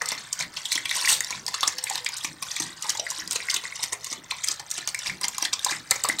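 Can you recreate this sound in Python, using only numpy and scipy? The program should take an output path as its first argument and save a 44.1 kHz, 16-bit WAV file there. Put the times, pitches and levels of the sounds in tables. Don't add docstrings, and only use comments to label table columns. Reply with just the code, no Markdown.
import sys
import numpy as np
from scipy import signal
from scipy.fft import rfft, irfft, next_fast_len
from scipy.io import wavfile
from scipy.ndimage import uniform_filter1d, map_coordinates

SR = 44100
rng = np.random.default_rng(int(sys.argv[2]) if len(sys.argv) > 2 else 0)


def store_wav(level_fs):
    pcm = np.round(np.clip(np.atleast_2d(level_fs), -1, 1) * 32767)
    wavfile.write(sys.argv[1], SR, pcm.T.astype(np.int16))


N = 273420
TIME = np.arange(N) / SR


def amp(db):
    return 10 ** (np.asarray(db) / 20)


def unit(x):
    return x / np.sqrt(np.mean(x ** 2) + 1e-20)


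def along(points, hz):
    freqs, values = np.transpose(points)
    return np.interp(np.log(hz + 1), np.log(freqs + 1), values)


def eq(x, points, size=4096):
    cepstrum = irfft(np.log(amp(along(points, np.fft.rfftfreq(size, 1 / SR)))))
    cepstrum[1:size // 2] *= 2
    cepstrum[size // 2 + 1:] = 0
    return signal.fftconvolve(x, irfft(np.exp(rfft(cepstrum))))[:N]


def add(track, s, sound):
    start = int(np.clip(round(s * SR), 0, N - 1))
    track[start:start + len(sound)] += sound[:N - start]


def surge(s, rise_s, fall_s):
    age = TIME - s
    return np.exp(-np.maximum(-age / rise_s, age / fall_s))


def hump(s, half_s):
    return np.exp(-np.minimum(((TIME - s) / half_s) ** 2, 60) / 2)


def shaped(x, envelope):
    return unit(x * envelope) * np.sqrt(np.mean(envelope ** 2))


def flutter(per_s, depth_db):
    knots = rng.uniform(-1, 1, N // 40)
    return unit(amp(depth_db * map_coordinates(knots, [TIME * per_s])))


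def bubble(t, hz, cycles, rise, onset):
    age = t * hz / cycles
    envelope = np.exp(-age) * (1 - np.exp(-t * hz / onset))
    phase = 2 * np.pi * hz * t * (1 + rise * np.tanh(age / 2))
    return envelope / envelope.max(axis=-1, keepdims=True) * np.sin(phase)


def swarm(low_hz, high_hz, cycles, spread_db, even_s, count, samples, rise=0.035):
    when, pitch, life, strength = rng.random((count, 4)).T[:, :, None]
    hz = low_hz * (high_hz / low_hz) ** pitch
    gain = amp(-spread_db * np.log(strength + .015))
    grains = gain * bubble(np.arange(samples) / SR, hz, cycles * (.4 + life), rise, onset=1.7)
    slots = (when * N).astype(int) + np.arange(samples)
    stream = np.bincount(slots.ravel(), grains.ravel(), N)[:N]
    power = np.abs(uniform_filter1d(stream ** 2, int(even_s * SR) + 1))
    return stream / np.sqrt(power + .02 * power.mean())


# (frequency [Hz], gain [dB])
AIR_EQ = [(20, -42), (29, -29), (38, 1), (52, -8), (75, 2), (150, 5.5), (300, -11), (550, -4), (1000, -3),
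          (4000, -28), (16000, -15)]
def air(level_db=-59):
    return amp(level_db) * unit(eq(rng.standard_normal(N), AIR_EQ, size=16384))


# (time [s], level [dB], pitch [Hz])
POPS = [(0.013, -16.5, 1940), (0.018, -20.5, 1210), (0.408, -19, 2190), (0.432, -26.5, 1890),
        (0.72, -17, 2270), (0.778, -17, 2060), (0.857, -18.5, 2420), (0.913, -15, 2120), (1.048, -16, 2290),
        (1.075, -13, 2050), (1.207, -18, 1940), (1.326, -19.5, 2400), (1.542, -22, 1240),
        (1.6305, -13.5, 1153), (1.869, -19, 2390), (1.909, -25.5, 817), (2.064, -15, 2260),
        (2.247, -18.5, 2350), (2.566, -21, 2330), (2.857, -30.5, 936), (2.985, -35.5, 880),
        (2.9953, -25.5, 662), (3.066, -20.5, 2000), (3.117, -31.5, 1010), (3.221, -28.5, 1790),
        (3.403, -19.5, 2350), (3.486, -16, 2160), (3.653, -23.5, 1940), (3.724, -26, 2260),
        (3.794, -33.5, 855), (4.31, -17.5, 2430), (4.32, -26.5, 1026), (4.442, -22, 2250),
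        (4.946, -17.5, 2240), (5.06, -21, 2340), (5.097, -17, 2210), (5.242, -20.5, 2090),
        (5.3825, -27.5, 1096), (5.454, -18.5, 1940), (5.663, -19, 1027), (5.725, -18, 2050),
        (5.738, -24, 1950), (5.916, -15, 2130), (6.047, -14, 1130), (6.098, -13.5, 1990)]
def pops(trim_db=-3, cycles=2.43, rise=.08, rasp_db=-17, overtone_db=-15, overtone_ratio=2.3):
    track, t = np.zeros(N), np.arange(SR // 16) / SR
    for s, db, hz in POPS:
        life, chirp = rng.uniform(-1, 1, 2)
        damping = max(950 / hz, 1)
        ring = bubble(t, hz / (1 + rise), cycles * 0.96 ** life / damping, rise * (1 + chirp / 2), onset=1)
        overtone = bubble(t, hz * overtone_ratio, cycles, rise, onset=1)
        rim = signal.butter(1, [hz * .7, hz * 3], "bandpass", fs=SR)
        rasp = np.abs(ring) * unit(signal.lfilter(*rim, rng.standard_normal(len(t))))
        add(track, s, amp(db + trim_db) * (ring + amp(overtone_db) * overtone + amp(rasp_db) * rasp))
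    return track


# (frequency [Hz], gain [dB])
SPATTER_EQ = [(700, -22.5), (1500, -21), (2800, -8.5), (4000, -0.5), (6000, 4), (8700, 3.5), (10000, 2.5),
              (16000, -12)]
# (frequency [Hz], gain [dB])
MOUTH_EQ = [(30, -47), (130, -3), (300, -10), (480, -1), (650, -4), (1000, 8), (1500, -7.5), (2100, 5.5),
            (3000, -13), (6000, -22)]
# (time [s], level [dB], ring pitch [Hz], thud offset [dB], spray offset [dB])
SMACKS = [(0.0178, -15.5, 5770, -11.5, -29), (0.058, -16, 5400, -35, -31), (0.088, -11.5, 7140, -34, -25),
          (0.1184, -15, 5440, -13.5, -18), (0.1506, -32, 5840, -19, -25), (0.329, -13.5, 6800, -48, -9),
          (0.3911, -19, 6000, -38, -17), (0.4015, -21.5, 4730, -8.5, -4), (0.4086, -24, 3800, -11, -1),
          (0.424, -19.5, 4130, -28, -12), (0.5702, -20, 3150, -16, -0.5), (0.655, -17.5, 3630, -29, -6),
          (0.7182, -12, 4070, -40, -10), (0.7255, -13, 8000, -40, -6.5), (0.755, -11.5, 5270, -19, -9),
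          (0.855, -16.5, 3200, -22, -9.5), (0.8935, -18, 3800, -34, -8), (0.911, -15, 3650, -42, -24),
          (0.9575, -20, 6550, -10, -12), (1.0124, -15, 5150, -34, -22), (1.0565, -10.5, 5260, -32, -18),
          (1.1253, -11, 8300, -18, -13), (1.206, -8.5, 7030, -46, -34), (1.246, -15.5, 5170, -35, -27),
          (1.3058, -19.5, 5300, -15, -7), (1.4646, -14, 4900, -32, -52), (1.481, -16.5, 4800, -15.5, -9.5),
          (1.542, -17, 4070, -21, -5), (1.608, -13.5, 5720, -44, -34), (1.631, -10.5, 3550, -17, -6.5),
          (1.6768, -5, 5420, -25, -16), (1.7839, -15.5, 5220, -20.5, -11), (1.8395, -9, 8470, -29, -34),
          (1.8582, -34, 3260, -15, -16), (1.8986, -13.5, 7300, -22, -15.5), (1.9556, -14, 4050, -20.5, -21),
          (1.977, -20.5, 3600, -15.5, -6), (2.0462, -19, 7500, -41, -35), (2.0617, -18, 3330, -40, -6),
          (2.089, -17, 6660, -24, -23), (2.169, -21, 6600, -41, -8.5), (2.1822, -25, 6850, -35, -9.5),
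          (2.2365, -25, 7900, -30, -8), (2.2454, -18.5, 5400, -12.5, -2.5),
          (2.4246, -23.5, 8600, -6.5, 0.5), (2.5125, -23, 4460, -22, -5.5),
          (2.5633, -18.5, 6300, -21, -7.5), (2.601, -15.5, 6150, -18, -8.5), (2.621, -19, 5640, -18, -7),
          (2.824, -16, 6900, -45, -13.5), (2.8424, -23, 5220, -10, -18), (2.894, -9.5, 5340, -29.5, -12.5),
          (2.902, -12.5, 6500, -39, -8), (2.9502, -23, 6000, -9, -8.5), (2.972, -26, 4900, -19, -3),
          (2.996, -21.5, 3020, -26, -1), (3.102, -18, 7250, -43, -9.5), (3.11, -17, 6640, -28, -18),
          (3.276, -18.5, 4800, -22, -38), (3.3098, -10.5, 8400, -24, -18), (3.321, -15, 6550, -41, -19),
          (3.33, -16, 8350, -20, -16), (3.357, -15.5, 4060, -10.5, -3.5), (3.4998, -13, 4500, -41, -5.5),
          (3.512, -15, 5960, -40, -16), (3.5425, -9, 6100, -26, -13), (3.563, -16.5, 3340, -18, -1),
          (3.639, -29, 4700, -5.5, 0), (3.757, -24.5, 5600, -25, -5), (3.8318, -14.5, 5100, -17, -5),
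          (3.925, -22, 6000, -7, -4.5), (3.9315, -19.5, 6600, -11.5, -4.5),
          (4.045, -16.5, 6600, -34, -15.5), (4.0655, -25.5, 6760, -13, -7), (4.114, -25.5, 4640, -12, -8.5),
          (4.128, -26.5, 5130, -7.5, -1.5), (4.309, -25, 3450, -28, 3.5), (4.4394, -17, 6840, -43, -5),
          (4.474, -18, 5940, -38, -12), (4.485, -8, 4900, -41, -19), (4.5136, -24.5, 4540, -13.5, 1.5),
          (4.596, -24, 4500, -7.5, -10), (4.7036, -19.5, 6660, -44, -23), (4.713, -13, 6700, -51, -15),
          (4.74, -25, 6150, -34, -11), (4.779, -21.5, 5400, -10, -3), (4.8748, -10, 6400, -22.5, -19),
          (4.8889, -18.5, 8600, -24, -7.5), (4.946, -15.5, 8300, -41, -19), (4.99, -17.5, 6850, -27, -16.5),
          (5.0565, -33, 3640, -5.5, -1), (5.0688, -18, 3600, -18, -6), (5.2124, -18, 8400, -15, -16),
          (5.2326, -21, 4870, -15, -6), (5.2415, -15, 5970, -15.5, -3.5), (5.2827, -10, 6830, -29.5, -26),
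          (5.3453, -28, 5400, -11, -5), (5.382, -10.5, 6360, -41, -31), (5.4244, -13, 5660, -15.5, -9.5),
          (5.4415, -22.5, 5150, -24, -5), (5.451, -14, 3430, -34, -7.5), (5.5311, -13, 3540, -14, -6),
          (5.593, -19.5, 3500, -45, -24), (5.6467, -4.5, 6330, -45, -22), (5.6641, -19.5, 4200, -12.5, -8),
          (5.7112, -18.5, 6200, -10.5, -2), (5.9094, -1.5, 8630, -25, -21), (5.9131, -12, 4120, -10, -13.5),
          (5.9579, -19.5, 5660, -10, -11), (6.038, -7.5, 7550, -46, -20), (6.0513, -16, 4580, -8.5, -14),
          (6.0875, -8.5, 8600, -17.5, -16.5), (6.1867, -19, 3930, -21, -12), (6.1938, -9.5, 7000, -23, -38)]
def smacks(ring_db=-2.5, crack_db=-11, thud_db=-3, crack_s=.00074, peel_s=.0025, spray_s=.0041):
    rings, bright, thuds = np.zeros((3, N))
    t = np.arange(-SR // 50, SR // 20) / SR
    crack_delay_s, spray_delay_s = .0009, .0021

    def burst(rise_s, fall_s):
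        return 1.5 / (np.exp(-t / rise_s) + np.exp(t / fall_s))

    droplets = swarm(1800, 14000, cycles=4, spread_db=4.2, even_s=.005, count=9000, samples=320)
    droplets *= flutter(per_s=330, depth_db=3)
    for s, db, hz, thud_offset, spray_offset in SMACKS:
        crack_noise, thud_noise = rng.standard_normal((2, len(t)))
        cloud = droplets[rng.integers(N - len(t)):][:len(t)]
        film = signal.butter(1, [hz / 1.42, hz * 1.42], "bandpass", fs=SR)
        life = min(5500 / hz, 1.15) ** 0.35
        spray = shaped(signal.lfilter(*film, cloud), burst(peel_s * life, spray_s * life))
        crack = shaped(crack_noise, burst(crack_s / 2, crack_s)) * 2 / life
        gape = 2 ** (.22 * rng.uniform(-1, 1))
        knock = 2 * shaped(thud_noise, burst(rise_s=.0023, fall_s=.0047))
        thud = eq(knock, [(f * gape, gain) for f, gain in MOUTH_EQ])
        add(rings, s, amp(db + ring_db) * bubble(t[t >= 0], hz, cycles=4, rise=0.03, onset=1.33))
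        add(bright, s + t[0] + crack_delay_s, amp(db + crack_db) * crack)
        add(bright, s + t[0] + spray_delay_s, amp(db + spray_offset) * spray)
        add(thuds, s + t[0] + spray_delay_s, amp(db + thud_offset + thud_db) * thud)
    return rings + eq(bright, SPATTER_EQ) + thuds


# (jaws close [s], plunge comes earlier by [s],
# plunge level [dB], spatter level [dB], slosh level [dB], clop level [dB])
LAPS = [(0.117, 0.03, -34, -42, -37.5, -40.5), (0.412, 0.035, -59, -38.5, -41.5, -62),
        (0.756, 0.19, -37, -30, -45, -38), (1.038, 0.097, -26.5, -31, -35.5, -48),
        (1.326, 0.12, -38, -33.5, -36, -45), (1.675, 0.17, -36.5, -30.5, -36, -37.5),
        (1.946, 0.056, -37, -31, -38.5, -48), (2.245, 0.11, -37, -37.5, -60, -44),
        (2.602, 0.13, -37, -39, -54, -32.5), (2.9, 0.32, -34, -33.5, -40, -48),
        (3.185, 0.12, -41, -32, -39, -43), (3.542, 0.21, -34.5, -36.5, -37, -41),
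        (3.841, 0.18, -41.5, -34, -42.5, -45), (4.117, 0.21, -65, -34, -61, -42),
        (4.496, 0.19, -44.5, -32, -39.5, -46.5), (4.787, 0.086, -65, -33, -41.5, -44.5),
        (5.073, 0.074, -55, -32, -39.5, -45), (5.424, 0.19, -42.5, -34.5, -37.5, -33.5),
        (5.721, 0.093, -58, -30, -35.5, -36.5), (6.093, 0.18, -36.5, -34, -37.5, -30.5)]
def stirring(ripple_db=-50, plunge_slosh_db=-7, pause_db=-2.5):
    spatter_power, slosh_power = 0, amp(ripple_db) ** 2
    for s, lead_s, plunge_db, spatter_db, slosh_db, _ in LAPS:
        plunge = amp(plunge_db) * surge(s - lead_s, rise_s=.038, fall_s=.13)
        spill = surge(s, rise_s=.07, fall_s=.045)
        spatter_power += plunge ** 2 + (amp(spatter_db) * spill) ** 2
        slosh_power += (amp(plunge_slosh_db) * plunge) ** 2 + (amp(slosh_db) * spill) ** 2
    calm = amp(pause_db * sum(hump(s + .09, half_s=.04) for s, _ in SWALLOWS))
    return calm * np.sqrt(spatter_power), calm * np.sqrt(slosh_power)


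# (frequency [Hz], gain [dB])
SLOSH_EQ = [(400, -16), (700, -12), (1000, -0.5), (1550, 4.5), (2100, 9.5), (2800, 1.5), (4000, 13)]
def water(spatter_db=-3, slosh_db=-6.5, plink_db=-7, drip_floor_db=-57):
    spatter_level, slosh_level = stirring()
    fine = swarm(2300, 13000, cycles=3.8, spread_db=3.8, even_s=.025, count=10000, samples=340)
    plinks = swarm(3300, 8200, cycles=5.5, spread_db=3.4, even_s=.08, count=750, samples=600, rise=.04)
    large = swarm(520, 3000, cycles=1.9, spread_db=3, even_s=.016, count=3600, samples=520, rise=.06)
    spatter = amp(spatter_db) * spatter_level * unit(eq(fine, SPATTER_EQ))
    drips = np.hypot(amp(plink_db) * spatter_level, amp(drip_floor_db)) * unit(plinks)
    slosh = amp(slosh_db) * slosh_level * unit(eq(large, SLOSH_EQ))
    clumps = flutter(per_s=55, depth_db=3)
    return clumps * (spatter + drips + slosh)


def jaw_clops(trim_db=-4, hz=305):
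    track, t = np.zeros(N), np.arange(SR // 10) / SR
    for s, *_, db in LAPS:
        add(track, s, amp(db + trim_db) * bubble(t, hz, cycles=1.53, rise=0.029, onset=0.55))
    return track


# (centre time [s], level [dB])
SWALLOWS = [(0.45, -48), (1.4, -48.5), (2.321, -50), (2.66, -49.5), (3.245, -48), (4.18, -48),
            (5.125, -43.5), (5.79, -49), (6.17, -50)]
def swallows(deep_db=-5, high_db=-9, offset_s=.02, half_s=.022):
    track = np.zeros(N)
    for delay_s, trim_db, band_hz in [(-offset_s, deep_db, (130, 220)), (offset_s, high_db, (230, 390))]:
        swell = sum(amp(db + trim_db) * hump(s + delay_s, half_s) for s, db in SWALLOWS)
        track += swell * swarm(*band_hz, cycles=1.1, spread_db=3, even_s=.03, count=600, samples=2000)
    return track


# (frequency [Hz], gain [dB])
GUSH_EQ = [(100, -23), (500, -15.5), (1100, -6), (2000, -16), (2800, -6.5), (4300, 2.5), (6500, 4),
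           (8700, 7.5), (16000, -10)]
# (time [s], level [dB])
GUSH_ENVELOPE = [(0.89, -82), (0.95, -39), (1.065, -34), (1.09, -13), (1.13, -17), (1.15, -23), (1.2, -41)]
def gush(trim_db=-3.5, drops_db=1):
    times, levels = np.transpose(GUSH_ENVELOPE)
    envelope = amp(np.interp(TIME, times, levels) + trim_db)
    gate = uniform_filter1d(((TIME > times[0]) & (TIME < times[-1])) * 1.0, SR // 50)
    mist = unit(rng.standard_normal(N) * (rng.random(N) < .15))
    drops = swarm(1500, 12000, cycles=2, spread_db=4.8, even_s=.015, count=15000, samples=220)
    return gate * envelope * unit(eq(mist + amp(drops_db) * drops, GUSH_EQ))


# (centre time [s], half length [s], pitch [Hz], glide [Hz/s], level [dB])
FAR_TONES = [(1.79, 0.069, 509, 153, -54), (2.03, 0.018, 494, 150, -51.5), (2.736, 0.14, 1560, -450, -59)]
def far_tones():
    track = np.zeros(N)
    for s, half_s, hz, glide, db in FAR_TONES:
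        t = TIME - s
        track += amp(db) * hump(s, half_s) * np.sin(2 * np.pi * t * (hz + glide * t / 2))
    return track


# (frequency [Hz], time to fall 60 dB [s])
PATIO_DECAY = [(150, 0.54), (500, 0.38), (1000, 0.18), (2200, 0.15), (5000, 0.15), (9000, 0.096),
               (15000, 0.22)]
# (frequency [Hz], gain [dB])
ECHO_EQ = [(150, -1), (600, 1.5), (1000, 4.5), (2200, 7), (5000, -0.5), (9000, -1.5), (15000, -1)]
def patio_echo(x, near_db=-7, near_s=.0035, far_db=-9, positions=16):
    echo, t = np.zeros(N), np.arange(SR // 2) / SR
    head = np.linspace(0, positions - 1, N)
    for k in range(positions):
        hz, age, spectrum = signal.stft(rng.standard_normal(len(t)), SR, nperseg=256)
        decay = amp(-60 * age / along(PATIO_DECAY, hz)[:, None])
        tail = signal.istft(spectrum * decay, SR, nperseg=256)[1][:len(t)]
        tail *= 1 - .7 * np.exp(-(t / .02) ** 2)
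        near = rng.standard_normal(len(t)) * np.exp(-t / near_s) * (t > .0008)
        response = amp(far_db) * tail / np.linalg.norm(tail) + amp(near_db) * near / np.linalg.norm(near)
        part = np.flatnonzero(np.abs(head - k) < 1)
        crossfade = np.cos(np.pi / 2 * (head[part] - k))
        add(echo, part[0] / SR, signal.fftconvolve(x[part] * crossfade, response))
    return eq(echo, ECHO_EQ)


# (frequency [Hz], side level against mid [dB])
SIDE_EQ = [(60, -33), (500, -54), (1220, -34.5), (2010, -10.5), (3330, -43), (5500, -51), (9080, -17.5),
           (15000, -38)]
def scene(pop_send_db=1):
    plops = pops()
    lapping = smacks() + water() + gush() + jaw_clops() + swallows()
    echo = patio_echo(lapping + amp(pop_send_db) * plops)
    mid = lapping + plops + echo + far_tones() + air()
    side = eq(mid, SIDE_EQ)
    return np.array([mid + side, mid - side])


# (frequency [Hz], gain [dB])
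MICROPHONE_EQ = [(1000, 3), (7000, -0.5), (8700, 1.5), (9800, -7), (13000, -1.5), (15700, -0.5),
                 (16800, -32)]
def record(dry, ceiling=.95, top_hz=16800):
    heard = np.array([eq(channel, MICROPHONE_EQ) for channel in dry])
    rounded = heard / (1 + (heard / ceiling) ** 6) ** (1 / 6)
    size = next_fast_len(N + SR // 2)
    passband = np.fft.rfftfreq(size, 1 / SR) < top_hz
    return irfft(rfft(rounded, size) * passband, size)[:, :N]


dry = scene()
out = record(dry)
store_wav(out)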